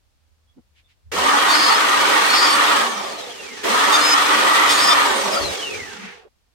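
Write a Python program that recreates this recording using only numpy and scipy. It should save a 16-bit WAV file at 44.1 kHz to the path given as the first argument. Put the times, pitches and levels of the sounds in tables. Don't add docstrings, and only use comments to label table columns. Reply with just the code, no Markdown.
import sys
import numpy as np
from scipy import signal
from scipy.fft import rfft, irfft, next_fast_len
from scipy.io import wavfile
from scipy.ndimage import uniform_filter1d, map_coordinates

SR = 44100
rng = np.random.default_rng(int(sys.argv[2]) if len(sys.argv) > 2 else 0)


def digitize_waveform(pressure):
    field = np.atleast_2d(pressure).T
    bounded = np.clip(field, -1, 1)
    quanta = np.round(bounded * 32767).astype(np.int16)
    wavfile.write(sys.argv[1], SR, quanta)


N = 288414
T = np.arange(N) / SR
FULL_RPS, DULL_RPS = 305, 75
STOP_S = 6.287
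STEP_S, STEP_START_S = .0421, .011

# start_s, end_s, drag_rps, buzz_db, entry_db
CUTS = [(1.485, 1.752, 12.55, -29.5, -32.5), (2.296, 2.582, 12.2, -30.5, -44),
        (3.921, 4.147, 16.3, -28.5, -32), (4.692, 4.935, 18.2, -27, -29.5)]
# on_s, off_s, spin_up_s, jolt_db, jolt_rise_s
RUNS = [(1.115, 2.71, .125, -26, 0.0057), (3.634, 5, .1, -22.5, 0.016)]


def amp(db):
    return 10 ** (np.asarray(db) / 20)


def unit(x):
    return x / np.sqrt(np.mean(x ** 2) + 1e-20)


def along(points, hz):
    f, values = np.transpose(points)
    return np.interp(np.log(hz + 1), np.log(f + 1), values)


def curve(points):
    return np.interp(T, *np.transpose(points))


def wobble(rate):
    return map_coordinates(rng.standard_normal(int(N * rate / SR) + 4), [T * rate])


def fading(rate):
    real, imaginary = (unit(np.array([wobble(rate), wobble(rate)])) for _ in range(2))
    return real + 1j * imaginary


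def gate(start, end, edge_s):
    return np.clip((T - start) / edge_s + .5, 0, 1) * np.clip((end - T) / edge_s + .5, 0, 1)


def filtered(x, response):
    size = next_fast_len(N + SR // 4)
    return irfft(rfft(x, size) * response(np.fft.rfftfreq(size, 1 / SR)), size)[..., :N]


def resonance(f, hz, width):
    return 1j * f * width / (hz * hz - f * f + 1j * f * width)


def noise(response):
    # pitch_hz, correlation
    alike = [(40, 0.19), (120, 0.086), (300, 0.096), (10000, 0)]

    def mid_side(f):
        angle = np.arccos(along(alike, f)) / 2
        return response(f) * np.array([np.cos(angle), np.sin(angle)])
    mid, side = filtered(rng.standard_normal((2, N)), mid_side)
    return unit(np.array([mid + side, mid - side]))


def rush(spectrum):
    return noise(lambda f: amp(along(spectrum, f)))


def patchy(x, depth_db, size=2048):
    bands = signal.stft(x, nperseg=size)[2]
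    swells = uniform_filter1d(rng.standard_normal(bands.shape[1:]), size=3, axis=0)
    swells = unit(uniform_filter1d(swells, size=3, axis=1))
    return unit(signal.istft(bands * amp(depth_db * swells), nperseg=size)[1][:, :N])


def workshop():
    # pitch_hz, relative_db
    room = [(15, -58.5), (25, -19), (43, -8), (58, -12), (80, -13), (144, -24), (371, -30.5), (513, -29.5),
            (1730, -34), (4570, -35), (15800, -47.5)]
    hum_end_s = 1.29
    hum = noise(lambda f: resonance(f, hz=76, width=26) ** 2)
    hum_db = -66 + 21 * gate(1.04, hum_end_s, .07)
    return hum * amp(hum_db) * gate(-1, hum_end_s, .1) + rush(room) * amp(-66)


def handling():
    # peak_s, relative_db, pitch_hz, nominal_width_hz, half_length_s
    touches = [(0.502, -67, 3360, 121, 0.029), (0.585, -44.5, 241, 160, 0.022),
               (0.787, -60, 2560, 2460, 0.043), (0.862, -63, 3530, 122, 0.027),
               (0.91, -62, 2560, 2600, 0.038), (2.884, -29.5, 480, 200, 0.021),
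               (5.358, -26, 629.8, 199.9, 0.09), (5.371, -24.5, 1330, 150, 0.034),
               (5.452, -36.5, 69.5, 60, 0.098), (5.484, -41, 165, 39.8, 0.052),
               (5.438, -34, 384, 100, 0.11), (5.73, -33, 421, 69.4, 0.11), (6.01, -53, 418.2, 70.6, 0.032),
               (5.804, -48.5, 88.9, 59.8, 0.17), (6.037, -42.5, 193, 50, 0.087),
               (6.063, -40, 2020, 1300, 0.11), (6.26, -49.5, 415, 110, 0.023),
               (6.255, -62, 1100, 450, 0.025)]
    out = np.zeros((2, N))
    for peak_s, db, hz, width, half_length_s in touches:
        swell = np.exp(-2 * ((T - peak_s) / half_length_s) ** 2)
        out += noise(lambda f: resonance(f, hz, width * .91) ** 2) * amp(db + 1.5) * swell
    return out


def bench(x, wet_db, spread_s, count=14):
    taps = np.zeros((2, SR // 8))
    for side in taps:
        delays_s = np.clip(rng.exponential(spread_s, count) + .001, 0, .1)
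        side[(delays_s * SR).astype(int)] = amp(wet_db) * rng.choice([-1, 1], count) / np.sqrt(count)
    taps[:, 0] = 1
    return signal.fftconvolve(x, taps / np.linalg.norm(taps[0]), axes=1)[:, :N]


def radiation(f):
    # pitch_hz, left_minus_right_db
    balance = [(60, 2), (92, -1.5), (140, 8.5), (210, -1.5), (330, 1.5), (500, -3), (770, -5), (1170, 0),
               (1790, -1.5), (2740, -1), (4190, 7), (6410, -4), (9810, -14.5), (15000, -13)]
    sides = amp(along(balance, f) * np.array([[.5], [-.5]]))
    return sides / np.sqrt(np.mean(sides ** 2, axis=0))


def shaft_speed():
    free_rps, recover_s, coast_s, friction_rps_per_s = 311.8, .165, .838, 78.5
    load = sum(drag_rps * gate(start, end, .002) for start, end, drag_rps, _, _ in CUTS)
    follow = 1 / (recover_s * SR)
    sag = signal.lfilter([follow], [1, follow - 1], load)
    brake = friction_rps_per_s * coast_s
    speed = np.zeros(N)
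    for on, off, spin_up_s, _, _ in RUNS:
        energy_gap = free_rps ** 2 - np.interp(on, T, speed) ** 2
        energy = free_rps ** 2 - energy_gap * np.exp(-np.maximum(T - on, 0) / spin_up_s)
        driven = np.sqrt(np.abs(energy)) - sag
        coasting = (np.interp(off, T, driven) + brake) * np.exp((off - T) / coast_s) - brake
        speed = np.select([T < on, T < off], [speed, driven], coasting)
    return np.maximum(speed, 1)


def stepped(speed, glide=.25):
    centre_s = STEP_START_S + (np.floor((T - STEP_START_S) / STEP_S) + .5) * STEP_S
    held = np.interp(centre_s, T, speed)
    return held + glide * (speed - held)


def strain(decay_s=.11):
    return sum((T > on) * np.exp(-np.abs(T - on) / decay_s) for on, *_ in RUNS)


def flutter_pulse(turns, turns_per_pulse=12.8):
    tug = np.cos(np.pi * turns / turns_per_pulse) ** 16
    return tug - tug.mean()


def loudness(speed, full_db, doubling_db, near_share):
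    # time_s, nearness_db
    nearness = [(1.3, 0.5), (2.8, .5), (2.93, -4.5), (3.35, -5.5), (3.7, 1), (5.0, 0.5), (5.25, 0),
                (5.45, 1), (5.8, -0.5), (5.93, -1.5), (6.1, -2), (6.28, -5)]
    return amp(full_db + doubling_db * np.log2(speed / FULL_RPS) + near_share * curve(nearness))


def imbalance(speed, turns, fade_below_rps=240):
    shake = unit(np.real((.8 + fading(50)) * np.exp(2j * np.pi * turns)))
    return shake * amp(-35 + 13.5 * strain()) / (1 + (fade_below_rps / speed) ** 6)


def bearings(speed, turns, settle_rps=16):
    # pitch_hz, nominal_width_hz, relative_db
    housing = [(429, 70, 7), (769, 50, -2), (1835, 62, 2.5), (2300, 540, -11.5), (3114, 270, -12.5)]
    # pitch_hz, relative_db
    grind = [(47, -52), (80, -14.5), (133, -31), (185, -21.5), (315, -22), (430, -3), (573, -27.5),
             (834, -8), (974, -17), (1390, -10.5), (1930, -14), (2750, -10.5), (3670, -12), (6380, -9.5),
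             (15800, -52)]
    flutter = unit(amp(2.5 * flutter_pulse(turns) + 1.8 * wobble(110)))
    shell = noise(lambda f: sum(amp(db) * resonance(f, hz, width * 1.54) ** 2
                                for hz, width, db in housing))
    rattle = (rush(grind) + amp(-10) * shell) * flutter * amp([[-.6], [1.2]])
    rattle *= loudness(speed, full_db=-30, doubling_db=.99, near_share=1.33)
    dull = filtered(rattle, lambda f: 1 / (1 + (f / 3500) ** 4))
    above = lambda knee_rps: speed ** 2 / (speed ** 2 + knee_rps ** 2)
    return (dull + (rattle - dull) * above(DULL_RPS)) * above(settle_rps)


def jolts(decay_s=.21):
    # pitch_hz, relative_db
    jolt = [(60, -34.5), (200, -27), (420, 6.5), (750, -9), (1800, -4), (5000, -13), (15000, -27)]
    jerks = sum(amp(db) * gate(on + .0014, STOP_S, rise_s) * np.exp(-np.abs(T - on) / decay_s)
                for on, _, _, db, rise_s in RUNS)
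    return rush(jolt) * jerks


def blown(modes, wander=.035, gust_db=2):
    out = np.zeros((2, N))
    for hz, width, db in modes:
        phase = 2 * np.pi * np.cumsum(hz * (1 + wander * wobble(22))) / SR
        band = np.real(fading(width) * np.exp(1j * phase))
        out += unit(band * amp(gust_db * np.tanh(wobble(30)))) * amp(db)
    return out


def duct(speed, turns, fade_below_rps=98):
    # pitch_hz, width_hz, relative_db
    duct_modes = [(771.5, 70, -13.5), (939, 110, -8), (1083, 170, -6.5), (1210.6, 170, -2.5),
                  (1390, 130, -12), (1856, 170, -8.5), (3090, 220, -12)]
    body_modes = [(240, 80, -13.5), (327.6, 100, -11), (419.8, 90, -4.5), (571, 130, -4.5)]
    # time_s, level_db
    roar_levels = [(1.12, -40), (1.14, -38), (1.17, -21.5), (1.27, -17.5), (1.61, -22), (1.71, -16),
                   (1.79, -22.5), (2.12, -22.5), (2.17, -19.5), (2.29, -27), (2.35, -19.5), (2.39, -26.5),
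                   (2.43, -20.5), (2.73, -20), (3.44, -51.5), (3.61, -50), (3.65, -23), (3.78, -18.5),
                   (4.13, -23.5), (4.15, -15), (4.25, -21), (4.28, -25.5), (4.33, -16), (4.38, -22),
                   (4.51, -18), (4.63, -23), (4.65, -19.5), (4.84, -27), (4.85, -20), (4.95, -16),
                   (5.27, -30.5), (5.36, -29), (5.51, -41.5), (5.6, -39.5)]
    growl_levels = [(1.12, -35), (1.19, -27), (1.83, -32), (1.9, -24.5), (1.93, -31.5), (2.11, -24),
                    (2.24, -33.5), (2.45, -27), (2.46, -35), (2.79, -26), (2.96, -40), (3.12, -33.5),
                    (3.59, -51), (3.65, -22.5), (3.86, -34.5), (3.88, -20.5), (3.93, -34.5), (3.98, -28),
                    (4.12, -37.5), (4.46, -22.5), (4.52, -41), (4.58, -23.5), (4.62, -35), (5.21, -24),
                    (5.24, -31), (5.3, -26), (5.67, -40), (5.75, -34), (5.91, -48.5), (5.95, -49.5)]
    lag_db = -2.5 * strain()
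    roar = blown(duct_modes) * amp(curve(roar_levels) + lag_db)
    growl = blown(body_modes) * amp(curve(growl_levels))
    tugs = unit(amp(3 * flutter_pulse(turns)))
    return (roar + growl) * tugs / (1 + (fade_below_rps / speed) ** 4)


def fan_roar(speed, turns):
    # pitch_hz, relative_db
    turbulence = [(60, -38.5), (170, -27), (235, -18.5), (305, -4.5), (380, -17.5), (720, -9), (950, -3),
                  (1220, 1), (1450, 1), (1650, -8), (1830, 0), (2100, -8), (8000, -48)]
    # multiple_of_cutter_speed, relative_db
    drum = [(2, -22), (3, -19), (4, -14), (6, -19), (7, -22), (8, -18)]
    eddies = np.array([map_coordinates(side, [turns / FULL_RPS * SR]) for side in rush(turbulence)])
    unsteady = fading(50)
    beat = np.zeros((2, N))
    for multiple, db in drum:
        waver = np.roll(unsteady, rng.integers(N), axis=1)
        beat += amp(db) * np.real(waver * np.exp(2j * np.pi * multiple * turns))
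    dip_db = -1.5 * sum(np.exp(-((T - end) / .045) ** 2) for _, end, *_ in CUTS)
    churn_db = 1.5 * wobble(25)
    roar = (patchy(eddies, depth_db=2.5) + beat) * amp(dip_db + churn_db)
    roar *= loudness(speed, full_db=-20, doubling_db=11.6, near_share=.81)
    return filtered(roar, lambda f: f ** 3 / np.hypot(f ** 3, 180 ** 3))


def air_hiss(speed, turns):
    # pitch_hz, relative_db
    stream_colour = [(30, -40), (65, -37), (100, -10.5), (150, -19), (250, -14), (430, -2), (720, 1),
                     (1200, 5.5), (1620, 1), (1850, 3.5), (2300, 4.5), (2620, 1), (3100, 4), (4200, 0.5),
                     (7000, -12), (15500, -27.5)]
    spray_colour = [(2000, -35), (6000, -9.5), (7500, 5), (8700, 6.5), (10000, -0.5), (11500, -3.5),
                    (15500, -10)]
    stream = patchy(rush(stream_colour), depth_db=2.5)
    stream *= loudness(speed, full_db=-20, doubling_db=10.04, near_share=1)
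    spray = rush(spray_colour) * speed / np.hypot(speed, DULL_RPS)
    spray *= loudness(speed, full_db=-33, doubling_db=5.7, near_share=1.3)
    chop = 1 + .13 * np.cos(2 * np.pi * turns) + .073 * np.cos(4 * np.pi * turns)
    flutter = amp(1.8 * flutter_pulse(turns) + .91 * wobble(35))
    return (stream + spray) * chop * flutter


def motor(turns):
    # time_s, level_db
    whine_levels = [(1.15, -50), (1.4, -42.5), (2.7, -42.5), (2.85, -42), (3, -42.5), (3.42, -44),
                    (3.52, -39), (3.62, -44), (3.7, -49), (4, -42.5), (5, -42), (5.1, -36), (5.27, -41),
                    (5.35, -32.5), (5.46, -29), (5.54, -42), (5.65, -30), (5.8, -33), (5.93, -40),
                    (6.02, -52), (6.25, -68)]
    # time_s, level_db
    whistle_levels = [(1.15, -50), (1.35, -43), (1.7, -48), (2.6, -46), (2.87, -43), (3, -55), (3.55, -56),
                      (3.75, -43), (4, -49), (4.6, -46), (5.1, -48), (5.18, -34), (5.28, -50), (5.65, -45),
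                      (6.1, -58)]
    blades, bars, pulley_ratio, flutter_db = 18, 24, 1.5625, 3
    angle = 2 * np.pi * pulley_ratio * turns

    def tone(multiple, levels):
        drift = np.exp(.6j * np.array([wobble(50), wobble(50)]))
        rasp = (drift + .3 * fading(260)) * (1 + .4 * np.cos(angle))
        whine = np.real(rasp * np.exp(1j * multiple * angle))
        return unit(whine * amp(flutter_db * wobble(45))) * amp(curve(levels))
    dips = unit(1 - .35 * np.cos(2 * np.pi * (T - STEP_START_S) / STEP_S))
    return (tone(blades, whine_levels) + tone(bars, whistle_levels)) * dips


def knives(turns, entry_s=.045):
    # pitch_hz, width_hz, relative_db
    rings = [(2440, 500, -8), (3640, 370, -5.5), (4630, 1650, -3.5), (5424, 870, -8.5), (6600, 640, -10),
             (8400, 830, -10), (6900, 1800, -7.5)]
    angle = 2 * np.pi * turns + .011 * wobble(200)
    blows = sum(np.cos(harmonic * angle) for harmonic in range(8, 40))
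    bite = sum(amp(db) * gate(start, end, .019) + amp(entry_db) * gate(start, start + entry_s, .0098)
               for start, end, _, db, entry_db in CUTS)
    buzz = np.zeros((2, N))
    for hz, width, db in rings:
        ring = filtered(blows, lambda f: resonance(f, hz, width) ** 2)
        ring /= np.sqrt(np.average(ring ** 2, weights=bite ** 2))
        buzz += ring * bite * amp(db + 2.2 * np.array([wobble(28), wobble(20)]))
    stroke = unit(np.cos(np.pi * turns) ** 8)
    chips = noise(lambda f: resonance(f, hz=9000, width=6000)) * stroke * bite * amp(-9.5)
    return buzz + chips


def squeals(turns):
    # start_s, end_s, multiple_of_cutter_speed, relative_db, swell_db
    catches = [(1.482, 1.533, 12, -26.5, 0), (1.505, 1.61, 14, -26.5, 0), (1.495, 1.745, 15, -25, -1),
               (1.535, 1.703, 17, -26, 2), (1.66, 1.75, 14, -29, 0), (1.743, 1.772, 17, -29, 0),
               (2.293, 2.41, 14, -24.5, -4), (2.333, 2.462, 16, -25, 3), (2.335, 2.53, 17, -28, -2),
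               (2.37, 2.555, 15, -26, 0), (2.5, 2.58, 28, -33, 0), (3.928, 3.972, 12, -19.5, 1),
               (3.928, 3.972, 16, -25, 0), (3.928, 3.972, 21, -29.5, 0), (3.99, 4.05, 14, -30, 0),
               (4.015, 4.142, 17, -21.5, 6), (4.055, 4.14, 18, -31, 0), (4.097, 4.14, 21, -29, 0),
               (4.097, 4.14, 6, -25, 0), (4.693, 4.727, 16, -24, 0), (4.693, 4.727, 17, -28, 0),
               (4.695, 4.732, 11, -24, 0), (4.725, 4.77, 14, -26, 0), (4.727, 4.77, 23, -29, 0),
               (4.77, 4.812, 15, -26.5, 0), (4.77, 4.895, 16, -30, 2), (4.775, 4.853, 28, -31, 2),
               (4.812, 4.937, 17, -23, 5), (4.898, 4.938, 12, -19.5, 1)]
    blows = 1 + .27 * np.cos(2 * np.pi * turns)
    rasp = 1 + .17 * fading(380)
    waver = amp(1.8 * wobble(55)) * np.exp(.26j * wobble(110))
    out = np.zeros((2, N))
    for start, end, multiple, db, swell_db in catches:
        envelope = gate(start, end, edge_s=.014)
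        now = envelope > 0
        from_middle = (T[now] - start) / (end - start) - .5
        level = 1.23 * envelope[now] * amp(db + swell_db * from_middle)
        grain = np.roll(rasp * waver, rng.integers(N), axis=1)[:, now]
        stereo_phase = rng.choice([-1, 1]) * np.array([[.7], [-.7]])
        phase = 2 * np.pi * multiple * turns[now] + stereo_phase
        out[:, now] += level * np.real(grain * np.exp(1j * phase)) * blows[now]
    return out


def scene():
    speed = shaft_speed()
    turns = np.cumsum(stepped(speed)) / SR
    running = gate(RUNS[0][0], STOP_S, .008)
    machine = duct(speed, turns) + fan_roar(speed, turns) + air_hiss(speed, turns)
    machine += bearings(speed, turns) + jolts() + motor(turns) + imbalance(speed, turns)
    stall_rps = 19.2
    rubbing = filtered(machine, lambda f: 1 / (1 + (f / 1000) ** 4))
    machine = rubbing + (machine - rubbing) / (1 + (stall_rps / speed) ** 6)
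    planer = bench(machine * running + knives(turns), wet_db=-9, spread_s=.012) * running
    planer += squeals(turns)
    return filtered(planer, radiation) + handling() + workshop()


def record(dry, top_hz=15850):
    return filtered(dry, lambda f: f < top_hz)


dry = scene()
out = record(dry)
digitize_waveform(out)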